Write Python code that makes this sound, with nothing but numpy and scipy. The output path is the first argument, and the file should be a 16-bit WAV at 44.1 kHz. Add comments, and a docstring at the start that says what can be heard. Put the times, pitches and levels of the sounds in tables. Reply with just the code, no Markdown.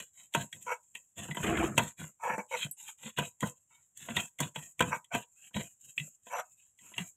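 '''A small room with a hard floor, where a stone roller goes back and forth over a slab, crushing damp spices.
Each push swells, holds while the weight changes, and dies: noise and tiny clicks ring through colours
for hissing paste, crunching grit and rumbling slab. Knocks, skids and one long drag are noisy stone contacts.
The slab thumps as a short low tone, and bangles clink as a few fading high tones.
Faint hiss and a short echo surround it; a noise suppressor turns weak bands down.'''
import sys
import numpy as np
from scipy import signal
from scipy.fft import rfft, irfft
from scipy.io import wavfile
from scipy.ndimage import uniform_filter1d

SR = 44100
rng = np.random.default_rng(int(sys.argv[2]) if len(sys.argv) > 2 else 0)


def digitize_waveform(pressure):
    """Quantize a signal to 16-bit integers and store it at the path in sys.argv[1].

    Rows of a 2-D input are taken as channels; values are limited to [-1, 1].
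    """
    field = np.atleast_2d(pressure).T
    bounded = np.clip(field, -1, 1)
    quanta = np.round(bounded * 32767).astype(np.int16)
    wavfile.write(sys.argv[1], SR, quanta)


N = 315756  # length in samples


def gain_of(db):
    """Turns decibels into a plain multiplier."""
    return 10 ** (np.asarray(db) / 20)


def evened(x):
    """Scales a sound to rms 1."""
    return x / np.sqrt(np.mean(x ** 2) + 1e-20)


def read(points, hz):
    """Reads a curve by straight lines between its points on a log-frequency axis."""
    f, value = np.transpose(points)
    return np.interp(np.log(hz + 1), np.log(f + 1), value)


def add(mix, s, sound):
    """Lays a sound into the mix at time s, in seconds."""
    start = max(round(s * SR), 0)
    part = mix[start:][:len(sound)]
    part += sound[:len(part)]


def response(colour, modes=(), size=8192):
    """Ring of a struck body with a broad colour and narrow resonances; it never starts before the blow."""
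    hz = np.fft.rfftfreq(size, 1 / SR)
    db = read(colour, hz)
    for centre, width, height in modes:
        peak_power = gain_of(abs(height)) ** 2 - 1
        db = db + 10 * np.log10(1 + peak_power / (1 + (2 * (hz - centre) / width) ** 2))
    # folding the cepstrum packs the energy as early as it can be (minimum phase)
    cepstrum = irfft(np.log(gain_of(np.maximum(db, -100))))
    cepstrum[1:size // 2] *= 2
    cepstrum[size // 2 + 1:] = 0
    ring = irfft(np.exp(rfft(cepstrum)))[:size // 2]
    return ring / np.linalg.norm(ring)


def ring_through(drive, ring):
    """Lets a drive excite a body; the result has rms 1."""
    return evened(signal.oaconvolve(drive, ring)[:N])


def wobble(rate_hz):
    """Smooth chance of rms 1, fading out above the rate."""
    hz = np.fft.rfftfreq(N, 1 / SR)
    spectrum = rfft(rng.standard_normal(N)) * np.exp(-(hz / rate_hz) ** 2)
    return evened(irfft(spectrum, N))


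def grains(per_s, spread_db, smooth_share):
    """Tiny fractures of very unequal size over a bed of smooth rubbing."""
    size = gain_of(spread_db * np.minimum(rng.exponential(1, N), 4))
    clicks = size * rng.choice([-1, 1], N) * (rng.random(N) < per_s / SR)
    share = np.clip(smooth_share, 0, 1)
    return np.sqrt(1 - share) * evened(clicks) + np.sqrt(share) * rng.standard_normal(N)


def wander(x, depth_db, patch_hz, patch_s, size=1024):
    """As the point of contact moves, it feeds some modes and starves others."""
    overlap = size * 3 // 4
    hz, t, z = signal.stft(x, SR, nperseg=size, noverlap=overlap)
    across, along = np.fft.fftfreq(len(hz), hz[1])[:, None], np.fft.fftfreq(len(t), t[1])
    blur = np.exp(-(across * patch_hz * 2) ** 2 - (along * patch_s * 2) ** 2)
    patches = evened(np.fft.ifft2(np.fft.fft2(rng.standard_normal(z.shape)) * blur).real)
    moved = z * gain_of(depth_db * patches)
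    # each moment keeps its power
    moved *= np.linalg.norm(z, axis=0) / (np.linalg.norm(moved, axis=0) + 1e-20)
    return signal.istft(moved, SR, nperseg=size, noverlap=overlap)[1][:N]


def push(rise_s, hold_s, level_db, easing_db, rise_power, t60_s):
    """Strength of one hand movement: it builds, holds while the weight eases, and dies by 60 dB in t60_s."""
    rise_s, hold_s = max(rise_s, 1 / SR), max(hold_s, 1 / SR)
    t = np.arange(0, rise_s + hold_s + t60_s, 1 / SR)
    held = gain_of(level_db - easing_db * np.clip((t - rise_s) / hold_s, 0, 1))
    release = np.exp(-np.log(1000) * np.maximum(t - rise_s - hold_s, 0) / t60_s)
    return np.minimum(t / rise_s, 1) ** rise_power * held * release


def chatter(ring, hold_s, fall_s, size=3000):
    """One knock: a few milliseconds of rattling contact; its loudest moment has rms 1."""
    t = np.arange(size) / SR
    contacts = rng.standard_normal(size) * gain_of(5.4 * rng.standard_normal(size))
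    strength = np.exp(-np.maximum(t - hold_s, 0) / fall_s)
    sound = signal.fftconvolve(contacts * strength, ring)
    return sound / np.sqrt(uniform_filter1d(sound ** 2, size=200).max())


def background():
    """A very faint hiss, strongest around 100 Hz and the microphone's treble peak."""
    # pitch_hz, level_db (relative)
    colour = [(30, -13.5), (100, 2.0), (300, -13.5), (1000, -16.5), (3200, -22.0), (4800, -39.5),
              (6000, -15), (7400, 0.5), (9300, -15), (12000, -18.5), (15500, -33.5)]
    return gain_of(-74.0) * ring_through(rng.standard_normal(N), response(colour))


# Pushes and pulls of the roller; a negative easing means the weight grows over the hold:
# [start_s, rise_s, hold_s, paste_db, grit_db, rumble_db, easing_db]
ROLLER_STROKES = [(0.0, 0.001, 0.032, -49.5, -47.5, -57, 9.5), (0.118, 0.065, 0.059, -58, -68.5, -78.5, -5),
                  (0.321, 0.052, 0.065, -47, -46.5, -38.5, 8.5), (0.509, 0.033, 0.13, -56, -69, -60.5, 10),
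                  (0.646, 0.026, 0.057, -53, -60.5, -70, 0.5), (0.787, 0.021, 0.11, -67.5, -91, -90, 0),
                  (.94, 0.011, 0.056, -56.5, -57, -70.5, 14), (1.04, .02, 0.035, -71.5, -98, -97.5, -4),
                  (1.153, 0.032, 0.071, -48.5, -50, -44.5, 3), (1.264, .03, 0.023, -54, -58.5, -42.5, 2.5),
                  (1.329, 0.074, .26, -47, -51.5, -44.5, -2), (1.646, 0.029, 0.084, -56, -84, -39, 3),
                  (1.763, 0.018, 0.097, -45, -38.5, -32.5, 16.5),
                  (1.966, 0.045, 0.064, -50, -49, -41.5, 13.5),
                  (2.191, 0.064, 0.051, -53.5, -67, -65.5, -1), (2.282, 0.06, 0.09, -54.5, -72, -47, 29),
                  (2.479, 0.083, 0.083, -47, -46.5, -65, -3.5), (2.629, 0.025, 0.021, -60, -62.5, -48.5, 5),
                  (2.763, 0.048, 0.088, -50, -56, -83, -1.5), (2.97, 0.08, 0.024, -49, -49, -58.5, -6),
                  (3.16, 0.034, 0.077, -47, -35.5, -33.5, 22.5), (3.394, 0.045, 0.054, -49, -50.5, -38, 12),
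                  (3.523, 0.034, 0.046, -69, -81, -77.5, 5), (3.687, 0.027, 0.14, -66.5, -72, -85, 11),
                  (3.945, 0.061, 0.077, -53, -59.5, -63, -0.5), (4.067, 0.038, 0.044, -52, -46.5, -41, 14),
                  (4.135, 0.036, 0.07, -43.5, -37, -38.5, 17), (4.381, 0.025, 0.054, -46.5, -45.5, -38, 5),
                  (4.54, 0.021, 0.13, -51, -54, -53, 18.5), (4.776, 0.04, 0.15, -50, -46.5, -33, 23),
                  (5.116, 0.032, 0.028, -45, -40, -41, 2), (5.249, 0.03, 0.068, -67.5, -88.5, -86, 9.5),
                  (5.345, 0.089, 0.037, -57, -61, -80, 0.5), (5.53, 0.034, .08, -47.5, -40.5, -36.5, 16),
                  (5.651, .02, 0.056, -59.5, -69, -82, 11), (5.782, .07, 0.049, -55, -65.5, -72.5, 3.5),
                  (5.956, 0.025, 0.097, -52, -62.5, -56.5, 8.5), (6.1, 0.021, 0.027, -66.5, -85, -87.5, 4),
                  (6.218, 0.13, 0.049, -52.5, -59, -70, -1), (6.44, 0.011, 0.085, -64, -81, -86.5, 0.5),
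                  (6.547, 0.034, 0.12, -64.5, -71.5, -95, 10), (6.769, 0.054, 0.084, -57, -66, -70, 1.5),
                  (6.929, 0.07, 0.092, -50, -48, -42, 31)]
PASTE_T60_S, GRIT_T60_S, RUMBLE_T60_S = .17, .12, .12  # how each dies as the roller stops
# shares of the easing that paste and grit follow; the rumble follows all of it
PASTE_EASING, GRIT_EASING = 0.13, 0.84
# the roller never quite rests between strokes
IDLE_PASTE_DB, IDLE_GRIT_DB, IDLE_RUMBLE_DB = -79, -100, -94.5
# levels grow as these powers of time: hiss first, weight last
PASTE_RISE_POWER, GRIT_RISE_POWER, RUMBLE_RISE_POWER = 0.98, 1.6, 3.5
PASTE_LINGER_S = 0.0065  # the paste still smears after the weight has come off


def stroke_levels():
    """Levels in dB of paste, grit and rumble: one push drives all three."""
    idle_levels = (IDLE_PASTE_DB, IDLE_GRIT_DB, IDLE_RUMBLE_DB)
    paste, grit, rumble = (np.full(N, gain_of(db) ** 2) for db in idle_levels)
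    for s, rise_s, hold_s, paste_db, grit_db, rumble_db, easing_db in ROLLER_STROKES:
        smear = push(rise_s, hold_s + PASTE_LINGER_S, paste_db, PASTE_EASING * easing_db,
                     PASTE_RISE_POWER, PASTE_T60_S)
        crunch = push(rise_s, hold_s, grit_db, GRIT_EASING * easing_db, GRIT_RISE_POWER, GRIT_T60_S)
        weight = push(rise_s, hold_s, rumble_db, easing_db, RUMBLE_RISE_POWER, RUMBLE_T60_S)
        # overlapping strokes add as power
        add(paste, s, smear ** 2)
        add(grit, s, crunch ** 2)
        add(rumble, s, weight ** 2)
    return 10 * np.log10([paste, grit, rumble])


# Colours of the rubbing, each only a balance of low and high: [pitch_hz, level_db (per Hz, relative)]
# hiss of damp paste
PASTE_COLOUR = [(4700, -41), (5250, -24), (5800, -23.5), (6150, -17), (6550, -5.5), (7400, 1), (8150, -6.5),
                (8750, -14), (9400, -24), (10200, -15.5), (12700, -15.5), (14200, -24), (15800, -28)]
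# crunch of grit
GRIT_COLOUR = [(940, -29), (1600, -4.5), (1880, -1), (2160, -6.5), (2340, 0.5), (2520, 5.5), (3320, 0),
               (3630, -8.5), (3900, -5.5), (4280, -17.5), (4810, -49), (4900, -38.5), (6370, -68.5),
               (10800, -120)]
# middle of the slab's voice
BODY_COLOUR = [(160, -35.5), (280, -8.5), (435, -7), (499, 2), (563, 3), (658, 0.5), (921, -9.5),
               (995, -8.5), (1130, -6.5), (1510, -6.5), (2200, -18), (2860, -41), (4840, -120)]
# the slab's upper modes under a light rub
LIGHT_COLOUR = [(600, -23.5), (940, 4.5), (1150, -8), (1350, -3.5), (1850, -7.5), (3000, -39.5)]
# low rumble of the slab
RUMBLE_COLOUR = [(15, -52), (25, -32.5), (160, 1), (202, -3.5), (314, -13), (400, -17.5), (520, -48.5),
                 (880, -120)]
# sharp snap of husks and seeds, also used by the knocks
SNAP_COLOUR = [(2650, -51), (4500, -13), (4870, -33.5), (5670, -13.5), (6780, 0), (8060, 2), (8370, -0.5),
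               (9390, -15), (10700, -10), (12500, -10), (14200, -20.5), (15300, -17), (15800, -32)]
# Resonances of the slab, the roller and the floor beneath, varied by the knocks:
# [pitch_hz, width_hz, height_db (above the broad colour)]
STONE_MODES = [(97, 29, 5), (146, 7.6, 5.5), (213, 16, 5), (310, 31, 1.5), (368.6, 6, 3.5),
               (496.7, 2.5, 7.5), (692, 25, 8), (957, 67, 6), (1032, 19, 3), (1563, 24, 4.5), (2017, 14, 6),
               (2620, 5.7, 4), (3146, 77, 4), (3376, 39, 5.5), (3846, 13, 12)]


def grinding(paste_db, grit_db, rumble_db):
    """Paste, grit and the slab's middle voice judder together as the roller rides over lumps."""
    lumps = wobble(rate_hz=34)
    paste = ring_through(grains(per_s=1100, spread_db=4.0, smooth_share=0.66), response(PASTE_COLOUR))
    grit = ring_through(grains(per_s=350, spread_db=2.0, smooth_share=0.57),
                        response(GRIT_COLOUR, STONE_MODES))
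    catches = grains(per_s=590, spread_db=7.0, smooth_share=0.28)
    body = ring_through(catches, response(BODY_COLOUR, STONE_MODES))
    light = ring_through(catches, response(LIGHT_COLOUR))
    rumble = ring_through(grains(per_s=400, spread_db=3.5, smooth_share=0.45),
                          response(RUMBLE_COLOUR, STONE_MODES))
    # now and then a husk bursts, with a crackle about a millisecond long
    burst = rng.standard_normal(200) * np.exp(-np.arange(200) / 45)
    husks = ring_through(grains(per_s=70, spread_db=3.5, smooth_share=0),
                         np.convolve(burst, response(SNAP_COLOUR)))
    paste = wander(paste, depth_db=1.5, patch_hz=500, patch_s=0.023)
    paste = paste + gain_of(-19) * husks
    grit = wander(grit + gain_of(-12.5) * light, depth_db=5.5, patch_hz=166, patch_s=0.096)
    body = wander(body, depth_db=5, patch_hz=150, patch_s=.06)
    # the middle of the slab's voice needs both grit to catch on and weight behind it
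    body_db = 0.36 * grit_db + 0.68 * rumble_db - 2.16
    return (paste * gain_of(paste_db + 1.7 * lumps)
            + grit * gain_of(grit_db + 3.9 * lumps)
            + body * gain_of(body_db + 0.6 * lumps)
            + rumble * gain_of(rumble_db))


# The roller lands and seeds snap under it; levels are before the trims in the function:
# [start_s, clack_db (slab), crack_db (roller), snap_db (seed), pitch_hz (strongest ring of the crack)]
ROLLER_KNOCKS = [(0.001, -85, -45, -40.5, 2400), (0.338, -53.5, -36.5, -37.5, 3480),
                 (0.348, -20.5, -28, -28.5, 2580), (0.527, -74, -40, -41.5, 1530),
                 (0.951, -55.5, -39, -42, 2750), (1.284, -42.5, -79, -70, 1700),
                 (1.31, -47, -36, -68, 1970), (1.347, -42.5, -43, -56, 1970),
                 (1.369, -29.5, -38.5, -47, 3050), (1.572, -48.5, -36.5, -43, 2600),
                 (1.778, -19, -20.5, -21.5, 2700), (1.79, -24, -36, -48, 2440),
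                 (1.888, -55, -58, -44, 3380), (2.297, -29, -68, -65, 1850), (2.38, -28.5, -68, -44, 1700),
                 (2.883, -68, -50, -48, 3180), (3.185, -23.5, -35, -33, 1850), (3.406, -59, -46, -35, 1960),
                 (3.427, -23.5, -38, -47, 1860), (3.973, -72, -62.5, -40.5, 3130),
                 (4.086, -34.5, -43, -66, 1840), (4.1658, -31, -25.5, -29.5, 3570),
                 (4.387, -72, -42, -44, 2130), (4.403, -27.5, -36, -25.5, 3100),
                 (4.5588, -34.5, -37, -43, 2850), (4.793, -61.5, -33.5, -36, 2400),
                 (4.8057, -16, -27, -25, 2820), (4.822, -39.5, -31, -34, 2360),
                 (5.044, -81, -59, -50.5, 3390), (5.149, -25, -32.5, -33.5, 2470),
                 (5.509, -63, -78, -71, 2500), (5.543, -76.5, -41, -57, 3100),
                 (5.565, -35.5, -38, -45, 1690), (5.978, -77, -27.5, -57, 2650),
                 (5.997, -77, -36.5, -71, 2730), (6.267, -47, -56.5, -55.5, 2580),
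                 (6.788, -75.5, -60.5, -59, 1960), (6.917, -54, -84.5, -69, 2520),
                 (6.938, -66, -49, -60, 3080), (6.98, -38, -30.5, -37, 2790)]
# Colours of a landing: [pitch_hz, level_db (per Hz, relative)]
# the slab's clack
CLACK_COLOUR = [(110, -40.5), (180, -5), (323, -10), (478, -6.5), (783, -12.5), (961, -2), (1030, -7.5),
                (1150, -12.5), (1350, -12), (1530, -5.5), (1710, -12.5), (1970, -20), (2100, -20),
                (2730, -52), (4620, -120)]
# the roller's crack
CRACK_COLOUR = [(880, -33), (1500, -22.5), (1710, -20.5), (1870, 2), (2140, -3), (2630, 0), (2870, -3.5),
                (3410, -0.5), (3920, -18), (4220, -23), (4900, -41), (6370, -71.5), (10800, -120)]


def knocking():
    """Each landing rings the slab, the roller and, for an instant, the crushed seed between them."""
    seed, out = response(SNAP_COLOUR), np.zeros(N)
    for s, clack_db, crack_db, snap_db, ring_hz in ROLLER_KNOCKS:
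        # the spot that is struck favours some modes over others
        favour_db = 1.1 * rng.standard_normal(len(STONE_MODES))
        # the pressed roller damps them: doubled widths ring only briefly
        modes = [(hz, 2 * width, max(db + more, 0))
                 for (hz, width, db), more in zip(STONE_MODES, favour_db)]
        slab = response(CLACK_COLOUR, modes)
        roller = response(CRACK_COLOUR, modes + [(ring_hz, 150, 12)])
        add(out, s, gain_of(clack_db - 4.0) * chatter(slab, hold_s=0.0035, fall_s=0.0079))
        add(out, s, gain_of(crack_db + 0.34) * chatter(roller, hold_s=0.0037, fall_s=0.0045))
        add(out, s, gain_of(snap_db - 4.0) * chatter(seed, hold_s=0.001, fall_s=0.0055))
    return out


# The slab rocks and thumps on the floor: [start_s, level_db (before a 3 dB lift), pitch_hz]
SLAB_THUMPS = [(0.362, -38.5, 155.5), (1.215, -51, 157), (1.299, -38.5, 150), (1.798, -38.5, 223),
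               (2.022, -38.5, 158.5), (2.645, -43, 147.4), (3.053, -45.5, 219.6), (3.204, -45, 181),
               (3.423, -34.5, 148.5), (4.096, -39, 229), (4.421, -35, 152.4), (4.569, -43.5, 150),
               (4.799, -41, 182), (5.139, -36.5, 245), (5.561, -35, 214), (6.002, -39.5, 149),
               (6.998, -37, 177)]


def thumping(size=6000):
    """The heavy slab bounces on the floor: a low tone that swells softly and dies in a few cycles."""
    t, out = np.arange(size) / SR, np.zeros(N)
    swell = (1 - np.exp(-(t / 0.014) ** 2)) * np.exp(-t / 0.013)
    for s, level_db, pitch_hz in SLAB_THUMPS:
        tone = np.sin(2 * np.pi * pitch_hz * t)
        add(out, s, gain_of(level_db + 3.0) * swell / swell.max() * tone)
    return out


# The roller skids on bare stone; the lighter the touch, the higher its low edge:
# [start_s, rise_s, hold_s, level_db, easing_db, low_edge_hz]
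STONE_SKIDS = [(0.662, 0.0086, 0.056, -40.5, -9, 288), (2.187, 0.026, 0.01, -52, 2, 600),
               (2.218, 0.021, 0.11, -33, 1, 450), (2.375, 0.019, 0.0055, -34.5, -1, 487),
               (2.507, 0.0092, 0.043, -40, -8, 546), (3.697, 0.014, .1, -66.5, 8, 650),
               (4.898, 0.033, .025, -29.5, 7.5, 365), (5.104, 0.017, 0.022, -44, -6, 510),
               (6.291, 0.047, 0.062, -31.5, 1, 667), (6.806, 0.032, 0.057, -70, 0, 600)]
# Broad colour of a skid: [pitch_hz, level_db (per Hz, relative)]
SKID_COLOUR = [(160, -72), (280, -26), (334, -15.5), (499, -3.5), (703, -11), (782, -12.5), (922, -9.5),
               (1270, -2), (1570, -9), (2160, -10.5), (2370, -8.5), (3150, -33.5), (3540, -73), (4080, -51),
               (4700, -83), (6110, -110), (10300, -120)]
# Resonances that a skid brings out: [pitch_hz, width_hz, height_db (above the colour, sign ignored)]
RASP_MODES = [(500.4, 7.3, -8), (708, 83, 8.5), (906, 35, 15.5), (982, 30, 11), (1510, 80, 5.5),
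              (2235, 21, 16), (2636, 185, 9.5)]
# Faint upper partials of a skid: [pitch_hz, level_db (per Hz, relative)]
SKID_TOP_COLOUR = [(5200, -40), (5750, 26), (5980, 42), (6300, -17), (9500, -60), (11600, 26.5),
                   (13000, -44)]
SKID_RISE_POWER, SKID_T60_S = 1.76, 0.072


def skidding():
    """Stone sticks and slips on stone in quick, uneven jerks."""
    slips = grains(per_s=1100, spread_db=2.5, smooth_share=0.55)
    slips = slips * gain_of(0.25 * wobble(rate_hz=1900))
    rasp = ring_through(slips, response(SKID_COLOUR, RASP_MODES))
    rasp = rasp + gain_of(-20) * ring_through(slips, response(SKID_TOP_COLOUR))
    rasp = wander(rasp, depth_db=5.0, patch_hz=143, patch_s=0.11)
    out = np.zeros(N)
    for s, rise_s, hold_s, level_db, easing_db, edge_hz in STONE_SKIDS:
        contact = push(rise_s, hold_s, level_db, easing_db, SKID_RISE_POWER, SKID_T60_S)
        low_cut = signal.butter(4, edge_hz, "highpass", fs=SR, output="sos")
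        piece = rasp[round(s * SR):][:len(contact)]
        add(out, s, contact * signal.sosfilt(low_cut, piece))
    return out


# Bangles clink on a wrist: [start_s, level_db]
BANGLE_CLINKS = [(1.346, -48.5), (2.7113, -36.5), (2.725, -52)]
# Tones the bangles ring with: [pitch_hz, level_db (relative), t60_s (time to fade by 60 dB)]
BANGLE_TONES = [(7830, 1, .07), (8840, 3.5, 0.082), (11140, -1.5, 0.084), (12700, 13, 0.028),
                (11300, -24, .04), (13230, -4, 0.02)]


def clinking(size=5000):
    """Bangles chatter together and ring briefly, damped by the wrist."""
    t, out = np.arange(size) / SR, np.zeros(N)
    ring = np.zeros(size)
    for hz, db, t60_s in BANGLE_TONES:
        fade = np.exp(-np.log(1000) * t / t60_s)
        ring += gain_of(db) * fade * np.sin(2 * np.pi * hz * t)
    ring = ring * (1 - np.exp(-t / 0.00011))  # the ring takes a moment to build
    for s, level_db in BANGLE_CLINKS:
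        add(out, s, gain_of(level_db) * chatter(ring, hold_s=0.001, fall_s=0.00184))
    return out


# Colour of the heavy drag: [pitch_hz, level_db (per Hz, relative)]
HEAVY_COLOUR = [(25, -29.5), (55, -1.5), (75, -7), (130, -21), (215, -1.5), (265, -16.5), (330, 4.5),
                (420, -2), (560, -11.5), (700, -9.5), (860, -14), (1300, -7.5), (2300, -13.5),
                (3000, -23.5), (3600, -35.5), (4700, -77)]
# one long, heavy drag across the pitted face, shaped like any other push
DRAG_START_S, DRAG_RISE_S, DRAG_HOLD_S, DRAG_T60_S = 1.412, 0.034, 0.2, 0.27
DRAG_DB, DRAG_EASING_DB = -30, 1


def dragging():
    """Under full weight the roller bumps densely over the pits of the slab."""
    bumps = grains(per_s=1600, spread_db=4.5, smooth_share=.45)
    # pitch_hz, width_hz, height_db
    modes = [(78, 5.7, 2.6), (234, 9.1, 13), (328, 2.9, 10.0), (410, 6.2, 11.0), (696, 23, 9.6)]
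    groan = ring_through(bumps, response(HEAVY_COLOUR, modes))
    weight = np.zeros(N)
    add(weight, DRAG_START_S, push(DRAG_RISE_S, DRAG_HOLD_S, DRAG_DB, DRAG_EASING_DB,
                                   SKID_RISE_POWER, DRAG_T60_S))
    return weight * wander(groan, depth_db=4.5, patch_hz=199, patch_s=0.021)


# How long the room's echo takes to fade by 60 dB: [pitch_hz, t60_s]
ROOM_FADE = [(100, 0.074), (1000, 0.19), (3000, 0.082), (12000, 0.042)]


def room(x, size=16384):
    """A short tail from the floor and near walls, its treble dying soonest."""
    taps = rng.standard_normal(size) * (np.arange(size) / SR > .006)  # first echo after 6 ms
    hz, t, z = signal.stft(taps, SR, nperseg=256)
    fade = np.exp(-np.log(1000) * t / read(ROOM_FADE, hz)[:, None])
    tail = signal.istft(z * fade, SR)[1]
    return signal.oaconvolve(x, tail / np.linalg.norm(tail))[:N]


def suppress(x, threshold_db, depth_db, size=1024):
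    """A noise suppressor: bands that stay weak are turned down, by depth_db at most."""
    overlap = size * 3 // 4
    z = signal.stft(x, SR, nperseg=size, noverlap=overlap)[2]
    power = (abs(z) ** 2).mean(0)  # both channels share one decision
    power = uniform_filter1d(power, size=4, axis=0)  # over neighbouring bands
    power = uniform_filter1d(power, size=5, axis=1)  # over neighbouring moments
    opening = abs(power) / (abs(power) + gain_of(threshold_db) ** 2)
    z = z * np.maximum(opening, gain_of(depth_db))
    return signal.istft(z, SR, nperseg=size, noverlap=overlap)[1][:, :N]


def scene():
    """All comes from one spot; only the treble of knocks and clinks differs a little between the sides."""
    paste_db, grit_db, rumble_db = stroke_levels()
    rub = grinding(paste_db, grit_db, rumble_db) + dragging()
    skid = skidding()
    knock = knocking() + clinking()
    echo = room(gain_of(-32.0) * rub + gain_of(-21.5) * skid + gain_of(-17) * knock)
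    mid = rub + skid + knock + thumping() + echo + background()
    treble = signal.butter(6, 5000, "highpass", fs=SR, output="sos")
    side = gain_of(-26) * signal.sosfilt(treble, knock)
    return np.array([mid + side, mid - side])


EDGE_HZ = 15800  # upper limit of the recorder


def record(dry):
    """The recorder's noise suppressor, then its band limit."""
    low_pass = signal.firwin(401, EDGE_HZ, window=("kaiser", 8), fs=SR)
    quieted = suppress(dry, threshold_db=-94.0, depth_db=-4.5)
    return signal.oaconvolve(quieted, low_pass[None], "same", axes=1)


dry = scene()
out = record(dry)
digitize_waveform(out)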